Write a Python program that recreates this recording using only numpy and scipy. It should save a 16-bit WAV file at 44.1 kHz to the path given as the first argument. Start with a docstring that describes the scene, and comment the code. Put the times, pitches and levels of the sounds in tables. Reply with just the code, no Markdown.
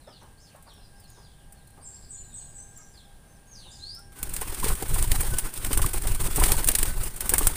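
"""In an echoing yard, a dove shuffles in a wooden cage with a wire floor, then flies up and beats its wings close by.
Behind it lie a filtered-noise wash, a faint two-tone hum and small birds made of gliding sines with an echo.
Claws tick as noise bursts on the wire; bumps ring the modes of the wood.
Wing slaps are volleys of shaped noise and clicks, feathers swish as noise that follows the stirred air,
and the downwash buffets the microphone with swings of pressure and low turbulence."""
import sys
import numpy as np
from scipy import signal
from scipy.fft import rfft, irfft
from scipy.io import wavfile
from scipy.ndimage import uniform_filter1d

SR = 44100
rng = np.random.default_rng(int(sys.argv[2]) if len(sys.argv) > 2 else 0)


def transcribe(signal):
    """Save signal, clipped to [-1, 1], as a 16-bit WAV file at the path in sys.argv[1]."""
    frames = np.atleast_2d(signal).T
    limited = np.clip(frames, -1, 1)
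    pcm = np.round(limited * 32767).astype(np.int16)
    wavfile.write(sys.argv[1], SR, pcm)


N = 333396

# Decay of the yard's echo: freq_hz, t60_s
YARD_ECHO = [(2500, 0.69), (5000, 0.21), (9000, 0.85)]
# Colour of the distant wash: freq_hz, relative level_db (per Hz)
AIR_SPECTRUM = [(8.8, -24), (15, 8), (148, -1), (354, -14.5), (671, -14.5), (799, -13.5), (923, -17),
                (1430, -23.5), (1600, -17.5), (1960, -24.5), (4300, -26.5), (6830, -30.5), (9140, -18),
                (13300, -35), (15400, -26)]
AIR_DB = -53
# Loudness of a far machine's hum: start_s, level_db
HUM_LEVEL = [(0, -85), (.3, -71), (2.4, -70.5), (2.7, -67), (3.4, -71.5), (4.2, -65), (7.56, -67)]
HUM_HZ = 1602

# Twitter of far birds, with the octave of a nearer glide at 3.57 s and a brief buzz or ruffle near 3.7 s;
# each row climbs to its top, then falls:
# start_s, length_s, top_hz, climb_hz, last_hz, level_db (mid-fall, before the mix)
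TWITTER_NOTES = [(0, 0.14, 4300, 0, 2820, -65), (0.065, .12, 5480, 508, 3770, -59.5),
                 (0.106, 0.1, 4000, -3, 3200, -68), (0.373, 0.12, 5670, 1470, 4100, -60),
                 (0.393, 0.051, 7800, 5, 6030, -65), (0.468, 0.067, 3730, -8, 2300, -68),
                 (0.667, 0.066, 4800, -1, 2980, -59), (0.672, 0.12, 5700, 897, 5310, -66.5),
                 (0.818, .05, 5130, 600, 4570, -61.5), (0.804, 0.08, 4200, -2, 3930, -69),
                 (.94, 0.13, 5430, 933, 3830, -64.5), (1.003, 0.042, 3570, 0, 2660, -71),
                 (1.069, 0.024, 5400, 0, 4800, -63), (1.075, 0.063, 6870, 305, 6600, -62.5),
                 (1.127, .05, 6360, 10, 4770, -67), (1.196, .09, 5000, 0, 4650, -66),
                 (1.134, 0.052, 4000, -5, 3270, -68), (1.138, .08, 5300, 100, 4980, -68),
                 (1.248, 0.03, 4210, 0, 3200, -64), (1.358, 0.07, 4040, -3, 2690, -71),
                 (1.42, .12, 5140, 0, 4300, -86), (1.544, 0.1, 4500, 0, 3600, -72),
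                 (1.807, .05, 5300, 800, 5030, -64), (1.921, 0.055, 5300, 876, 4230, -60),
                 (2.021, 0.035, 5300, 804, 4240, -59.5), (1.651, 0.033, 4200, 502, 4100, -72),
                 (2.116, .06, 3900, 0, 3230, -73), (2.165, 0.029, 4350, 0, 4080, -66),
                 (2.189, 0.041, 3400, 0, 2590, -70), (2.215, .04, 4100, 0, 3920, -71),
                 (2.29, 0.058, 4000, 0, 3400, -66), (2.361, .06, 3900, -2, 2600, -67),
                 (2.383, 0.055, 4600, -2, 3730, -63.5), (2.51, .025, 5400, 0, 4600, -71),
                 (2.73, 0.11, 5950, 746, 5620, -64), (2.933, 0.08, 5300, -3, 3070, -59.5),
                 (3.089, 0.026, 3950, 0, 3700, -72), (3.579, 0.088, 4300, 0, 2610, -59.5),
                 (3.574, 0.039, 10400, -2, 8140, -62), (3.688, 0.02, 9220, 300, 7000, -56),
                 (3.703, .03, 7900, 1500, 6140, -53), (3.71, 0.058, 5120, 524, 4750, -53),
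                 (3.77, .04, 6700, 573, 6500, -63)]
CLIMB_HZ_PER_S, SWELL_DB = 28000, 2  # a note swells from SWELL_DB below its level to as much above
BEND = 0.44  # share of the fall that a note has made halfway down
WOBBLE = 0.0122  # unsteadiness of these notes, rms fraction of the pitch
# Short falling strokes of neighbours join each note: level_db against it, length_s, fall as a fraction of pitch
CHATTER_DB, CHATTER_S, CHATTER_FALL = -11, .035, 0.149
# A nearer bird flicks up, drops and settles:
# start_s, top_hz, bottom_hz, top_level_db, bottom_level_db (levels before the shape and mix)
FLICK_CALLS = [(1.81, 9000, 7310, -49, -45.5), (2.084, 8280, 6880, -45, -47),
               (2.325, 8370, 6520, -43.5, -50), (2.541, 8310, 5980, -43, -55),
               (2.753, 7680, 5650, -50, -59)]
# Shape of one flick: time_s, place from bottom 0 to top 1, level_db (added to that of the nearer end)
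FLICK_SHAPE = [(0, 0.67, 9), (.015, 0.89, -0.5), (.024, 0.9, 4.5), (.045, 0, -3), (0.083, .15, 0),
               (.14, .17, -18), (.25, 0.49, -24)]
# Long glides of the nearer bird, one sub-table a note: time_s, pitch_hz, level_db (before the mix)
GLIDE_NOTES = [
    [(3.27, 6000, -74), (3.31, 6350, -72), (3.345, 6200, -72), (3.365, 5500, -72), (3.38, 4500, -68)],
    [(3.46, 6300, -64), (3.48, 6610, -68), (3.53, 6440, -48), (3.56, 4930, -52), (3.63, 4050, -57),
     (3.69, 3600, -52), (3.715, 3200, -64)],
    [(3.78, 3260, -69), (3.81, 3960, -48), (3.88, 4540, -40.5), (3.95, 5140, -44.5), (3.985, 5510, -49.5),
     (4.0, 5500, -60)],
]

# Claws on the wire: start_s, level_db (before the burst trim and mix)
CLAW_TICKS = [(0.2295, -47), (0.5611, -44), (0.625, -40.5), (0.7372, -45), (1.0006, -40.5), (1.0395, -45),
              (1.1005, -40), (1.5239, -36), (1.6731, -41), (1.704, -46), (2.7746, -40), (3.9484, -37.5),
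              (3.9913, -39.5)]
# Bumps against the cage: start_s, level_db (before a 13 dB trim), pitch_hz (rung most)
CAGE_KNOCKS = [(.071, -39, 955), (.211, -41.5, 724), (0.261, -52, 700), (.309, -51, 751),
               (0.546, -44.5, 1140), (0.662, -43, 910), (.769, -50.5, 791), (1.169, -43.5, 660),
               (1.772, -42, 644), (2.78, -47.5, 1590), (3.652, -45, 732), (4.414, -23, 816),
               (4.639, -22, 400), (4.659, -19.5, 430), (4.699, -22.5, 840), (4.822, -20, 490),
               (4.958, -24, 956), (5.115, -28, 453), (5.207, -34, 400), (5.382, -32.5, 756),
               (5.646, -30, 1730), (5.707, -19.5, 403), (5.77, -22, 536), (5.791, -24, 1150),
               (5.859, -25, 400), (5.941, -24, 409), (6.049, -26, 990), (6.21, -28.5, 536),
               (6.282, -25, 425), (6.377, -14.5, 434), (6.418, -16, 1030), (6.434, -30, 1840),
               (6.499, -21.5, 1020), (6.516, -23, 441), (6.59, -25, 425), (6.686, -22, 396),
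               (6.795, -32, 1140), (6.826, -25, 423), (6.85, -27, 727), (7.03, -34.5, 420),
               (7.255, -29, 653), (7.318, -22.5, 390), (7.333, -16.5, 1580), (7.407, -19.5, 400),
               (7.466, -32, 444)]
# Modes of the wooden cage: freq_hz (before a random detune), relative level_db, t60_s
WOOD_MODES = [(323, -3.5, 0.025), (418, -1, 0.026), (580, -18, 0.034), (706, -5, 0.0088), (834, 2.5, 0.014),
              (1022, -5, 0.039), (1163, -10, 0.035), (1340, -2, 0.024), (1730, -3, 0.022),
              (2010, -7, 0.036), (2420, -16, 0.015)]
HARD_T60, SOFT_T60 = 0.056, 0.23  # decay of the blow itself, s
# Brief low whoops, as of flight feathers: start_s, length_s, first_hz, last_hz, level_db (before a factor of 2)
FEATHER_WHOOPS = [(0.062, 0.041, 365, 885, -53), (0.543, 0.015, 412, 810, -52.5),
                  (.672, 0.029, 1010, 820, -58), (3.957, 0.068, 1320, 1450, -58),
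                  (4.624, 0.018, 900, 1160, -35), (4.711, .014, 950, 1170, -38),
                  (5.042, 0.014, 950, 1010, -40), (5.139, .015, 800, 785, -39.5),
                  (5.232, 0.017, 746, 885, -46), (5.27, 0.02, 940, 1000, -49),
                  (5.73, 0.011, 1110, 1430, -36), (5.788, .012, 1060, 1140, -39),
                  (5.84, 0.011, 1060, 1190, -29.5), (6.41, 0.019, 1036, 960, -28.5),
                  (6.532, 0.024, 1020, 820, -39), (7.405, .015, 1150, 1160, -38),
                  (7.495, .015, 885, 860, -42)]

# Wing beats, timed at the end of the downstroke:
# time_s, pressure_db (before it), suction_db (after the upstroke)
WING_BEATS = [(4.237, -26.5, -29), (4.345, -29, -25), (4.452, -33, -22.5), (4.555, -39, -25.5),
              (4.649, -18.5, -16), (4.731, -14, -34), (4.848, -25, -20.5), (4.942, -13, -16),
              (5.031, -14.5, -15), (5.12, -11.5, -15.5), (5.207, -15, -18), (5.295, -19.5, -17.5),
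              (5.394, -45, -23), (5.602, -27.5, -24), (5.689, -23, -20), (5.777, -16, -14),
              (5.866, -17, -24), (5.972, -18.5, -24), (6.071, -16, -15), (6.17, -23.5, -16.5),
              (6.266, -20.5, -16), (6.358, -18.5, -10.5), (6.434, -8.5, -14.5), (6.523, -15.5, -16.5),
              (6.618, -23, -18), (6.714, -22, -28), (6.751, -37, -16.5), (6.835, -17.5, -18.5),
              (6.924, -23, -20.5), (7.014, -21.5, -24), (7.158, -29, -31), (7.254, -26, -23.5),
              (7.347, -25, -26), (7.392, -22, -17), (7.475, -16, -25)]
UPSTROKE_S = 0.0436  # end of downstroke to end of upstroke
# Each big swing of pressure has a small opposite one across the turn, this much weaker:
REBOUND_DB, LEAD_DB = -9.5, -19  # after the downstroke, before the end of the upstroke
# Breeze on the microphone: time_s, level_db
BREEZE_LEVEL = [(0, -68), (1.35, -57), (1.52, -52), (1.7, -58), (2.1, -50), (2.7, -52.5), (3.2, -55),
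                (3.55, -72), (3.8, -48.5), (4.2, -50.5)]
# Colour of the turbulence: freq_hz, relative level_db (per Hz)
BUFFET_SPECTRUM = [(4.7, -33), (8.0, 1.5), (29, -6), (134, -16), (193, -26.5), (300, -37), (390, -25.5),
                   (660, -120)]

# Level of the feather noise on top of what the stirred air gives: time_s, relative level_db
FEATHER_LEVEL = [(4.12, -25), (4.2, -17), (4.36, -14), (4.5, -13.5), (4.7, -13), (5.1, -15.5), (5.4, -10.5),
                 (5.6, -11.5), (5.8, -12.5), (6.1, -16), (6.45, -10.5), (6.6, -10.5), (6.74, -18),
                 (6.87, -11.5), (6.95, -20.5), (7.04, -11), (7.2, -13.5), (7.4, -11), (7.56, -12.5)]
# Feather noise grows as a power of the stirred air, averaged over a stroke
HISS_SLOPE, DULL_SLOPE, DULL_DB, STROKE_S = 0.82, 0.61, -11, 0.057
# Colour of the dull swish: freq_hz, relative level_db (per Hz)
DULL_SPECTRUM = [(150, 1), (350, 2), (650, -4), (1000, -2), (2000, -5.5), (4000, -8.5), (6000, -11.5)]
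# Ringing wires of the cage: freq_hz, level_db (of the ring's start, per unit impulse), t60_s
WIRE_MODES = [(1506, -43, 0.23), (1945, -49, 0.15)]

# Wing slaps: start_s, crack_db, body_db, t60_s (levels before the burst trim; the body rings 1.18 times longer)
WING_SLAPS = [(4.1864, -31.5, -55, 0.06), (4.2287, -17.5, -34, 0.038), (4.2921, -26, -43, 0.051),
              (4.336, -20, -48, 0.063), (4.364, -17.5, -27, 0.03), (4.4115, -21.5, -29.5, 0.088),
              (4.5452, -21.5, -29, 0.036), (4.5972, -19, -26, 0.026), (4.6414, -18.5, -25.5, 0.13),
              (4.682, -17.5, -27, 0.057), (4.7057, -23, -40, 0.054), (4.7516, -21.5, -35, 0.025),
              (4.824, -17.5, -28, 0.031), (4.893, -23, -41, 0.032), (4.9405, -17, -50, 0.036),
              (5.025, -12.5, -45, 0.016), (5.1167, -13, -20.5, 0.012), (5.2066, -13, -46, 0.042),
              (5.3847, -12.5, -29, 0.056), (5.5374, -21.5, -51, 0.037), (5.5752, -21.5, -51, 0.03),
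              (5.646, -19.5, -24.5, 0.023), (5.712, -25, -28, 0.085), (5.7295, -14.5, -23, 0.041),
              (5.7736, -12.5, -25, 0.04), (5.8177, -17, -24.5, 0.05), (5.8611, -16.5, -25, 0.03),
              (5.9316, -20.5, -31.5, 0.12), (6.0192, -23, -49, 0.045), (6.07, -18.5, -29, 0.066),
              (6.1477, -19, -36, 0.038), (6.211, -23, -42, 0.099), (6.3597, -14.5, -33, 0.07),
              (6.3973, -17.5, -31, 0.066), (6.4368, -12, -19.5, 0.038), (6.48, -19.5, -36, 0.023),
              (6.501, -25, -31, 0.036), (6.5185, -7.5, -19.5, 0.03), (6.567, -19, -37, 0.021),
              (6.6438, -13.5, -36, 0.023), (6.6735, -12, -27, 0.045), (6.6866, -5, -18.5, 0.026),
              (6.7155, -16, -28, 0.029), (6.7508, -9, -21.5, 0.036), (6.7853, -13, -25.5, 0.066),
              (6.8289, -9, -21.5, 0.021), (6.8543, -25, -30, 0.11), (7.0344, -20.5, -50, 0.064),
              (7.1606, -24.5, -53, 0.065), (7.206, -15, -27, 0.04), (7.2557, -22, -43, 0.11),
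              (7.2932, -11, -32.5, 0.053), (7.3377, -6, -21, 0.024), (7.3815, -9, -30, 0.022),
              (7.3893, -12.5, -28, 0.027), (7.429, -20, -29, 0.053), (7.4702, -4.5, -23.5, 0.021)]
# Colour of the bright crack, shared by claws and hiss: freq_hz, relative level_db (per Hz)
CRACK_SPECTRUM = [(2350, -17), (4000, -19.5), (5500, -18), (6400, -16), (9000, 1.5), (11100, -9),
                  (13000, -8.5), (14600, -10), (15300, -2)]
# Colour of a slap's duller body: freq_hz, relative level_db (per Hz)
BODY_SPECTRUM = [(900, -31), (1500, 0.5), (3000, -0.5), (5000, -3), (7000, -4.5)]
# Feathers rustle at every turn: crack against the push of air, body against that crack, decay in s
RUSTLE_DB, RUSTLE_BODY_DB, RUSTLE_T60 = -11.5, -14.5, 0.028
# First click of a loud slap: level against the crack; full on short slaps, gone from this t60 in s upwards
CLICK_DB, CLICK_T60 = -2.5, .045
EDGE_HZ = 15480  # top of the microphone's band


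def gain_of(db):
    """Decibels to a linear factor."""
    return 10 ** (np.asarray(db) / 20)


def evened(x):
    """Scales x to rms 1."""
    return x / np.sqrt(np.mean(x ** 2) + 1e-20)


def read(points, at):
    """Reads a table of frequencies and values along a log frequency axis."""
    f, value = np.transpose(points)
    return np.interp(np.log(at + 1), np.log(f + 1), value)


def curve(rows, column):
    """One column of a timed table at every sample; -120 before its first row."""
    rows = np.asarray(rows)
    return np.interp(np.arange(N) / SR, rows[:, 0], rows[:, column], left=-120)


def add(mix, s, sound):
    """Lays a sound into the mix at s seconds."""
    part = mix[max(round(s * SR), 0):][:len(sound)]
    part += sound[:len(part)]


def coloured(x, spectrum):
    """Gives x a spectrum, at rms 1."""
    hz = np.fft.rfftfreq(len(x), 1 / SR)
    return evened(irfft(rfft(x) * gain_of(read(spectrum, hz)), len(x)))


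def smooth_noise(size):
    """Noise at rms 1, smoothed twice over size samples."""
    noise = rng.standard_normal(N)
    return evened(uniform_filter1d(uniform_filter1d(noise, size), size))


def flicker(size, depth_db):
    """A random gain that changes every size samples or so, by depth_db rms."""
    return gain_of(depth_db * smooth_noise(size))


def patchy(x, depth_db):
    """Lets the colour of x drift in random patches, some hundred Hz wide and tens of ms long."""
    z = signal.stft(x, nperseg=512)[2]
    patches = uniform_filter1d(rng.standard_normal(z.shape), size=4, axis=0)
    patches = uniform_filter1d(patches, size=7, axis=1)
    return evened(signal.istft(z * gain_of(depth_db * evened(patches)), nperseg=512)[1][:N])


def bursts(times, dbs, t60s, snap_db=0, tail_db=-18, tail_t60=0.17):
    """Envelope of blows: a quick death and a weaker ring of the wooden box; hard blows start faster and with a snap."""
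    power, t = np.zeros(N), np.arange(SR // 3) / SR
    for s, db, t60 in zip(times, dbs, t60s):
        hard = np.clip((db + 26) / 16, 0, 1)
        snap = hard * gain_of(snap_db - 60 * t / 0.023)
        tail = gain_of(tail_db - 60 * t / tail_t60)
        fall = gain_of(-60 * t / max(t60, .005)) + snap + tail
        rise = 1 - np.exp(-t / (.0015 - .0012 * hard))
        add(power, s, (gain_of(db - 4) * rise * fall) ** 2)
    return np.sqrt(power)


def wash():
    """Distant wash of the neighbourhood: coloured noise with a slow, slight flicker."""
    return gain_of(AIR_DB) * coloured(rng.standard_normal(N), AIR_SPECTRUM) * flicker(size=3000, depth_db=0.73)


def hum():
    """A far machine hums on a tone and the octave below, each with its own flicker."""
    turn = 2 * np.pi * HUM_HZ * np.arange(N) / SR
    upper = np.sin(turn) * flicker(size=1500, depth_db=1.5)
    lower = gain_of(-2.5) * np.sin(turn / 2) * flicker(size=2500, depth_db=3)
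    return np.sqrt(2) * gain_of(curve(HUM_LEVEL, 1)) * (upper + lower)


def twitter():
    """Notes climb and fall with a swell, joined by random short strokes of neighbours."""
    notes = []
    chances = rng.random((len(TWITTER_NOTES), 6, 2))  # six neighbours a note
    for (s, length, top_hz, climb_hz, last_hz, db), chance in zip(TWITTER_NOTES, chances):
        end = s + length
        peak = s + min(climb_hz / CLIMB_HZ_PER_S, length / 1.4)
        times = [s, peak, (peak + end) / 2, end]
        pitches = [top_hz - climb_hz, top_hz, top_hz - BEND * (top_hz - last_hz), last_hz]
        notes.append((times, pitches, [db - SWELL_DB, db - SWELL_DB, db, db + SWELL_DB], WOBBLE))
        for late, place in chance:
            at = s + late * (length + .04)
            hz = last_hz + 1.3 * place * (top_hz - last_hz + 500)
            pitches = [hz, hz * (1 - CHATTER_FALL)]
            notes.append(([at, at + CHATTER_S], pitches, [db + CHATTER_DB] * 2, WOBBLE))
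    return notes


def nearer_calls():
    """Steady-voiced glides, and flicks that stretch one shape between a top and a bottom pitch."""
    notes = [(*np.transpose(glide), 0) for glide in GLIDE_NOTES]
    t, place, shape_db = np.transpose(FLICK_SHAPE)
    for s, top_hz, low_hz, top_db, low_db in FLICK_CALLS:
        pitches = low_hz + place * (top_hz - low_hz)
        notes.append((s + t, pitches, shape_db + np.where(place > .5, top_db, low_db), 0))
    return notes


def yard_echo(direct):
    """A tail of noise whose decay depends on frequency, at unit energy, spreads the sound."""
    hz, t, z = signal.stft(rng.standard_normal(SR), SR, nperseg=256)
    decay = gain_of(-60 * t / read(YARD_ECHO, hz)[:, None])
    tail = signal.istft(z * decay, SR, nperseg=256)[1]
    return signal.fftconvolve(direct, tail / np.linalg.norm(tail))[:N]


def songbirds():
    """Gliding whistles with a burr and a weak octave on low notes, heard mostly through the echo of the yard."""
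    direct, unsteady = np.zeros(N), smooth_noise(150)
    for s, hz, db, wobble in nearer_calls() + twitter():
        t = np.arange(s[0], s[-1], 1 / SR)
        pitch = np.interp(t, s, hz) * (1 + wobble * unsteady[round(s[0] * SR):][:len(t)])
        turn = 2 * np.pi * np.cumsum(pitch) / SR
        octave = gain_of(-17.5 - 80 * np.maximum(pitch / 4800 - 1, 0))
        voice = np.sin(turn) + octave * np.sin(2 * turn)
        level = np.sqrt(2) * gain_of(np.interp(t, s, db))
        add(direct, s[0], level * voice * signal.windows.tukey(len(t), .15))
    direct *= flicker(size=120, depth_db=3.0) * flicker(size=25, depth_db=2)  # the burr
    return gain_of(-4.0) * direct + gain_of(0.5) * yard_echo(direct)


def steps():
    """Claws tick on the wire floor: bright noise in short bursts."""
    s, db = np.transpose(CLAW_TICKS)
    ticks = bursts(s - .001, db, np.full(len(s), .035))
    return gain_of(1.5) * ticks * coloured(rng.standard_normal(N), CRACK_SPECTRUM)


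def knocks():
    """A scuffing blow rings the modes of the cage, most near the pitch of the spot it hits."""
    out, t = np.zeros(N), np.arange(SR // 4) / SR
    hz, mode_db, ring = np.transpose(WOOD_MODES)[:, :, None]
    for s, db, centre_hz in CAGE_KNOCKS:
        # light bumps land softly and favour their own pitch more; rise in s, focus in dB per octave squared
        t60, rise, focus = (HARD_T60, .002, -7) if db > -35 else (SOFT_T60, .008, -16)
        blow = rng.standard_normal(len(t)) * gain_of(-60 * t / t60) * (1 - np.exp(-t / rise))
        near_db = np.maximum(focus * np.log2(hz / centre_hz) ** 2, -28)
        detune = rng.uniform(0.908, 1.104, hz.shape)
        modes = gain_of(mode_db + near_db - 60 * t / ring) * np.sin(2 * np.pi * hz * detune * t)
        sound = signal.fftconvolve(blow, modes.sum(0))[:len(t)]
        add(out, s, gain_of(db - 13) * sound / np.sqrt(np.mean(sound[:900] ** 2)))
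    return out


def whoops():
    """Feathers sing for a moment: short gliding sines that swell and fade."""
    out = np.zeros(N)
    for s, length, first_hz, last_hz, db in FEATHER_WHOOPS:
        hz = np.linspace(first_hz, last_hz, round(length * SR))
        tone = np.sin(2 * np.pi * np.cumsum(hz) / SR)
        add(out, s, 2 * gain_of(db) * tone * np.hanning(len(hz)))
    return out * flicker(size=200, depth_db=2.5)


def turns():
    """Both turns of every wing beat: time, pressure before and suction after."""
    s, pressure_db, suction_db = np.transpose(WING_BEATS)
    before_db = np.r_[pressure_db, suction_db + LEAD_DB]
    after_db = np.r_[pressure_db + REBOUND_DB, suction_db]
    return np.r_[s, s + UPSTROKE_S], before_db, after_db


def pushes():
    """Pressure builds before each turn of the wing, drops fast to suction and recovers."""
    pressure, u = np.zeros(N), np.arange(-.06, .06, 1 / SR)
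    swing, build = .005, .011  # s from the turn to the extreme, s of the slow side
    width = np.where(u < -swing, build, 0.63 * swing)
    hump = np.exp(-.5 * ((u + swing) / width) ** 2)
    for s, pressure_db, suction_db in zip(*turns()):
        add(pressure, s + u[0], gain_of(pressure_db) * hump - gain_of(suction_db) * hump[::-1])
    return pressure


def downwash():
    """The pushes of air, with turbulence that follows their strength and the breeze."""
    pressure = pushes()
    stirring = gain_of(-5) * uniform_filter1d(abs(pressure), 2500) + gain_of(curve(BREEZE_LEVEL, 1))
    turbulence = coloured(rng.standard_normal(N), BUFFET_SPECTRUM) * flicker(size=1200, depth_db=2.0)
    return pressure + stirring * turbulence


def wires(shaking):
    """Wires of the cage ring on as decaying sines under the shaking."""
    t = np.arange(SR // 4) / SR
    fade = signal.windows.tukey(len(t), .02)
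    ring = sum(gain_of(db - 60 * t / t60) * np.sin(2 * np.pi * hz * t) * fade for hz, db, t60 in WIRE_MODES)
    return signal.oaconvolve(shaking, ring)[:N]


def swish():
    """Feather noise flutters in puffs of a few milliseconds and keeps the wires of the cage ringing."""
    size = round(STROKE_S * SR)
    stirred = uniform_filter1d(uniform_filter1d(abs(pushes()), size), size) + gain_of(-39.5)
    level = gain_of(curve(FEATHER_LEVEL, 1))
    bright = level * stirred ** HISS_SLOPE
    low = level * gain_of(DULL_DB) * stirred ** DULL_SLOPE
    puffs = flicker(size=450, depth_db=3)
    hiss = bright * coloured(rng.standard_normal(N), CRACK_SPECTRUM)
    dull_noise = patchy(coloured(rng.standard_normal(N), DULL_SPECTRUM), depth_db=2.0)
    dull = low * dull_noise * flicker(size=500, depth_db=1.5)
    shaking = low * rng.standard_normal(N) * flicker(size=1500, depth_db=3.5)
    return puffs * (hiss + dull) + wires(shaking)


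def click(x):
    """Turns impulses into ticks with a short bright ring near 9 kHz, as of the microphone."""
    t = np.arange(200) / SR
    high = np.sin(2 * np.pi * 9000 * t) * gain_of(-60 * t / 0.0022)
    low = .5 * np.sin(2 * np.pi * 4000 * t) * gain_of(-60 * t / 0.0011)
    return signal.oaconvolve(x, high + low)[:N]


def slaps():
    """Each slap is a ragged volley of feather tips: a bright crack over a duller body; each wing turn adds a soft one."""
    at, pressure_db, suction_db = turns()
    soft_db = np.maximum(pressure_db, suction_db) + RUSTLE_DB
    rustles = np.c_[at, soft_db, soft_db + RUSTLE_BODY_DB, np.full(len(at), RUSTLE_T60)]
    s, crack_db, body_db, t60 = np.r_[WING_SLAPS, rustles].T
    volley = flicker(size=30, depth_db=2.5)
    crack = bursts(s, crack_db, t60, snap_db=-3) * coloured(rng.standard_normal(N), CRACK_SPECTRUM)
    body_noise = patchy(coloured(rng.standard_normal(N), BODY_SPECTRUM), depth_db=0.5)
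    body = bursts(s, body_db, 1.18 * t60, snap_db=10.5) * body_noise
    crisp = np.clip(3 * (1 - t60 / CLICK_T60), 0, 1) * (crack_db > -17)
    first = np.zeros(N)
    first[np.round(s * SR).astype(int) + 8] = gain_of(CLICK_DB + crack_db) * crisp
    return volley * (crack + body) + click(first)


def scene():
    """Sums all layers, from the distant yard to the wings."""
    background = wash() + hum() + songbirds()
    cage = steps() + knocks()
    wings = whoops() + downwash() + swish() + slaps()
    return (background + cage + wings)[None]


def record(dry):
    """The microphone passes no steady pressure, rounds off the hardest cracks and cuts the extreme treble."""
    wet = signal.lfilter(*signal.butter(1, 4, "high", fs=SR), dry)
    rounded = wet / (1 + (wet / .85) ** 4) ** .25
    band = signal.firwin(511, EDGE_HZ, window=("kaiser", 6), fs=SR)
    return signal.oaconvolve(rounded, band[None], "same")


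dry = scene()
out = record(dry)
transcribe(out)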